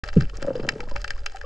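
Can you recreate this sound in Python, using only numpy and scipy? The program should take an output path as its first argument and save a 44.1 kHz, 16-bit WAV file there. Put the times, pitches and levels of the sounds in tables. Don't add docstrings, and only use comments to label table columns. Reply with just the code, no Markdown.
import sys
import numpy as np
from scipy import signal
from scipy.fft import rfft, irfft
from scipy.io import wavfile
from scipy.ndimage import uniform_filter1d

SR = 44100
rng = np.random.default_rng(int(sys.argv[2]) if len(sys.argv) > 2 else 0)


def put_to_file(sound):
    columns = np.atleast_2d(sound).T
    safe = np.clip(columns, -1, 1)
    whole_steps = np.round(safe * 32767)
    wavfile.write(sys.argv[1], SR, whole_steps.astype(np.int16))


N = 63945
T = np.arange(N) / SR
AGE = T[:N // 8]
SIDE = np.array([[.5], [-.5]])
CRACK_TOP_HZ, CASE_TOP_HZ = 6740, 8600


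def near_snaps(case):
    # start_s, level_db, tilt_db_per_octave, peak_hz
    snaps = [(0.0375, -25.5, 0.5, 1640), (0.0629, -42, 2, 3000), (0.0866, -27, -3, 4070),
             (0.1295, -34.5, -1.5, 2300), (0.2042, -34.5, -0.5, 3800), (0.208, -25.5, 2, 1550),
             (0.2961, -38, 2, 2630), (0.3693, -38.5, 9, 6020), (0.4252, -27.5, 3.5, 1470),
             (0.554, -37, 0, 3330), (0.599, -35, -3, 2600), (0.6887, -12.5, 2, 2100),
             (0.8039, -27.5, -1, 2220), (0.8862, -38.5, -1.5, 1790), (0.9117, -42, 6, 4250),
             (0.9607, -23, -2, 2360), (1.0158, -38, 10.5, 1740), (1.0430, -22, 1, 1610),
             (1.0780, -30, 3, 2580), (1.1047, -21, 3.1, 1830), (1.2611, -20.5, 4, 2520),
             (1.359, -38.5, 1.5, 7400), (1.368, -36.5, 1.5, 2670), (1.4120, -30, -0.5, 1740)]
    out = np.zeros((2, N))
    for at, db, tilt_db, peak_hz in snaps:
        add(out, at, undb(db) * snap(case, tilt_db, peak_hz) * np.sqrt(0.0053 * SR))
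    return out


def snap(case, tilt_db, peak_hz, peak_db=8.5):
    pulse = smeared_pulse() + undb(-7) * lowpass(burst(decay_s=0.0076), 6000)
    body = signal.fftconvolve(case, pulse[None, :len(AGE) // 2])[:, :len(AGE)]
    body = lowpass(body, CASE_TOP_HZ)
    puff = burst(decay_s=0.00069)
    crack = lowpass(puff, CRACK_TOP_HZ) + undb(-22) * lowpass(puff, 12000)
    click = colour(body + undb(-10) * crack, tilt_db, peak_hz, peak_db)
    return click / np.sqrt(np.sum(click ** 2))


def smeared_pulse(smear_s=.0036, step_hz=600):
    hz = np.fft.rfftfreq(len(AGE), 1 / SR)
    steps = np.arange(0, SR / 2, step_hz)
    delay_s = np.interp(hz, steps, smear_s * rng.random(len(steps)))
    return irfft(np.exp(-2j * np.pi * np.cumsum(delay_s) * hz[1]), len(AGE))


def case_ring():
    # pitch_hz, relative_db, t60_s, left_minus_right_db, left_lag_rad
    modes = [(570.5, -18, 0.12, 10.5, -2.2), (818, -6, 0.028, 18.5, -1.2), (1315, 3.5, 0.015, -14, 1.24),
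             (1592, 4, 0.019, -0.5, -0.75), (1797, 4.5, 0.011, 9.5, 2.28), (2282, -2, 0.021, 3.5, 2.06),
             (2666, -0.5, 0.018, 10, 1.7), (2995, -8.5, 0.021, 13.5, 0.48),
             (3970, -6.5, 0.012, -1.5, -0.16), (4370, -4.5, 0.015, -3.5, -0.27),
             (4912, 1.5, 0.012, -3, -0.59), (5800, -12.5, 0.01, -0.5, -1.4), (6770, -4, 0.0052, 7.5, -0.3)]
    ring = 0
    for hz, db, t60, pan_db, lag in modes:
        decay = np.exp(-np.log(1000) * AGE / t60)
        ring += undb(db + pan_db * SIDE) * np.cos(2 * np.pi * hz * AGE - lag * SIDE) * decay
    ring = lowpass(ring, CRACK_TOP_HZ)
    return ring / np.sqrt(np.sum(ring ** 2) / 2)


def deep_glug():
    # start_s, level_db, start_hz, end_hz, glide_s, rise_s, fall_s
    tones = [(.163, -5, 241, 118.7, 0.0163, 0.013, 0.018), (.1625, -15, 540, 295, 0.018, 0.0088, 0.0082),
             (.219, -21.5, 165, 118, 0.049, 0.0032, 0.015), (.224, -36.5, 428, 450, 0.086, 0.01, 0.01)]
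    # frequency_hz, relative_db
    surge_spectrum = [(15, -22.5), (55, 0.5), (100, 3.5), (220, -10), (330, -9), (480, -29), (650, -36),
                      (1500, -58)]
    out = np.zeros(N)
    for at, db, start_hz, end_hz, glide_s, rise_s, fall_s in tones:
        add(out, at, undb(db) * glide(start_hz, end_hz, glide_s) * swell(rise_s, fall_s))
    surge = unit(noise(surge_spectrum)[:len(AGE)]) * swell(rise_s=0.004, fall_s=0.026)
    add(out, .162, undb(-11.5) * surge)
    return out


def gurgles(case):
    # start_s, ring_db, ring_hz, sweep_db
    pockets = [(0.332, -39.5, 449, -46.5), (0.381, -49, 565, -36.5), (0.421, -26, 547, -28),
               (0.4429, -26.5, 554, -26.5), (0.4691, -20.5, 555, -36.5), (0.4794, -15.5, 539, -23),
               (.503, -18.5, 523, -23.5), (0.552, -19, 498, -28), (0.572, -34.5, 497, -34),
               (0.594, -28, 457.6, -25.5), (0.633, -35, 556, -27), (.648, -27, 542, -26),
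               (0.677, -31, 559, -27.5), (0.705, -40, 557, -36), (0.729, -36, 566, -37),
               (0.757, -50, 433, -30), (0.794, -44, 436, -36), (.830, -41.5, 443, -38),
               (.871, -44, 588, -41), (.913, -31.5, 559, -36.5), (0.953, -42, 556, -42.5),
               (1.438, -31.5, 511, -77)]
    ring_envelope = swell(0.0067, fall_s=0.005) + undb(-27.5) * swell(0.0067, fall_s=0.14)
    sweep = glide(start_hz=641, end_hz=112, glide_s=0.00613) * swell(0.0062, 0.0048)
    out = np.zeros((2, N))
    for at, ring_db, hz, sweep_db in pockets:
        ring = np.sin(2 * np.pi * hz * AGE) * ring_envelope
        splash = unit(lowpass(rng.standard_normal(len(AGE)), 950)) * swell(0.0022, .008)
        knock = snap(case, tilt_db=-13.5, peak_hz=hz) * np.sqrt(0.003 * SR)
        plop = sweep + undb(-12) * splash + undb(-9) * knock
        add(out, at, undb(ring_db) * ring + undb(sweep_db) * plop)
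    return out


def bubbles():
    # start_s, level_db, pitch_hz, fall_s
    blips = [(.062, -37, 603, 0.018), (.329, -49, 1105, 0.013), (.752, -37, 444, 0.042),
             (.793, -37.5, 860, .003), (.800, -35, 487.6, 0.038), (.829, -35, 820, 0.0042),
             (.872, -41, 975, 0.0027), (0.910, -36.5, 975, 0.0066), (.954, -32, 904, 0.0046),
             (.957, -40.5, 586, 0.045), (.996, -44.5, 1220, .002), (1.162, -41, 1060, 0.0014),
             (1.345, -30, 765, 0.0089), (1.439, -40, 1176, 0.036)]
    out = np.zeros(N)
    for at, db, hz, fall_s in blips:
        add(out, at, undb(db) * glide(hz * .97, hz * 1.03, fall_s) * swell(0.005, fall_s))
    return out


def water():
    # frequency_hz, relative_db
    rumble_spectrum = [(5, 10.5), (14, 7.5), (28, -2), (48, -3.5), (75, -16.5), (110, -19.5), (170, -50.5),
                       (260, -66.5), (500, -89)]
    churn_spectrum = [(60, -21.5), (125, 9.5), (190, -4.5), (270, -3.5), (350, -26.5), (450, 0),
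                      (560, -9.5), (850, -14.5), (1500, -31.5), (4000, -45)]
    # time_s, level_db
    rumble_levels = [(0, -30), (.25, -24.5), (.37, -27.5), (.45, -30), (.53, -39.5), (.62, -29),
                     (.77, -38.5), (.88, -26), (.98, -22.5), (1.08, -31), (1.2, -25), (1.32, -34.5),
                     (1.45, -34.5)]
    churn_levels = [(0, -55.5), (.35, -55), (.48, -37.5), (.7, -39.5), (.85, -49), (1.05, -54.5),
                    (1.45, -74)]
    flow = noise(rumble_spectrum)
    steady_flow = flow / np.sqrt(uniform_filter1d(flow ** 2, SR // 6))
    return steady_flow * fader(rumble_levels) + noise(churn_spectrum) * fader(churn_levels)


def far_snaps(case, snaps_per_s=170, groups=12):
    crackle = 0
    for hz in np.geomspace(1230, 7000, groups):
        chance, strength, polarity = rng.random((N, 3)).T
        size = undb(2.6 * np.minimum(-np.log(strength), 4)) * np.sign(polarity - .5)
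        pulses = (chance < snaps_per_s / groups / SR) * size
        click = snap(case, tilt_db=-0.7, peak_hz=hz, peak_db=10)
        crackle += signal.oaconvolve(click, pulses[None])[:, :N]
    return undb(-49.5) * unit(lowpass(crackle, CASE_TOP_HZ))


def distant_bed(case, flicker_db=2):
    # frequency_hz, relative_db
    wash_spectrum = [(100, -25), (280, -11), (430, 6.5), (510, 0.5), (565, 13.5), (650, -11), (790, 2.5),
                     (980, -23.5), (1500, -15), (3500, -17), (7500, -22.5), (16000, -58)]
    # time_s, gain_db
    bed_levels = [(0, -1), (.23, 5.5), (.27, -6.5), (.36, -0.5), (.81, -1), (.86, -7.5), (.92, 0.5),
                  (1.45, -3.5)]
    wash = noise(wash_spectrum) * undb(-52 + flicker_db * walk(rate_hz=29.97))
    return (far_snaps(case) + wash) * fader(bed_levels)


def undb(db):
    return 10 ** (np.asarray(db) / 20)


def unit(x):
    return x / np.sqrt(np.mean(x ** 2))


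def fader(points):
    return undb(np.interp(T, *np.array(points).T))


def add(out, at, x):
    i = max(int(at * SR), 0)
    n = max(min(x.shape[-1], N - i), 0)
    out[..., i:i + n] += x[..., :n]


def lowpass(x, hz):
    return signal.sosfilt(signal.butter(4, hz, fs=SR, output="sos"), x)


def colour(x, tilt_db, peak_hz, peak_db, width_octaves=.22):
    n = x.shape[-1]
    hz = np.clip(np.fft.rfftfreq(2 * n, 1 / SR), 1000, 7000)
    slope = tilt_db * np.log2(hz / 2500)
    peak = peak_db * np.exp(-.5 * (np.log2(hz / peak_hz) / width_octaves) ** 2)
    return irfft(rfft(x, 2 * n) * undb(slope + peak))[..., :n]


def noise(spectrum):
    hz, db = np.array(spectrum).T
    bins_hz = np.fft.rfftfreq(N, 1 / SR) + 1e-3
    gain = undb(np.interp(np.log(bins_hz), np.log(hz), db, right=-np.inf))
    return unit(irfft(rfft(rng.standard_normal(N)) * gain, N))


def walk(rate_hz):
    hold = int(SR / rate_hz)
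    steps = np.repeat(rng.standard_normal(N // hold + 1), hold)
    return unit(uniform_filter1d(steps, hold)[:N])


def burst(decay_s):
    puff = rng.standard_normal(len(AGE)) * np.exp(-AGE / decay_s)
    return puff / np.sqrt(np.sum(puff ** 2))


def swell(rise_s, fall_s):
    attack = np.sin(np.pi / 2 * np.minimum(AGE / rise_s, 1)) ** 2
    return attack * np.exp(-np.maximum(AGE - rise_s, 0) / fall_s)


def glide(start_hz, end_hz, glide_s):
    hz = end_hz + (start_hz - end_hz) * np.exp(-AGE / glide_s)
    return np.sin(2 * np.pi * np.cumsum(hz) / SR)


def scene():
    case = case_ring()
    bubbling = (gurgles(case) + bubbles()) * undb(1.5 * SIDE)
    return near_snaps(case) + distant_bed(case) + water() + deep_glug() + bubbling


def record(dry, start_s=0.0347, top_hz=16000):
    opening = np.clip((T - start_s) / 0.0014, 0, 1)
    return signal.sosfilt(signal.ellip(8, .2, 80, top_hz, fs=SR, output="sos"), dry * opening)


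dry = scene()
out = record(dry)
put_to_file(out)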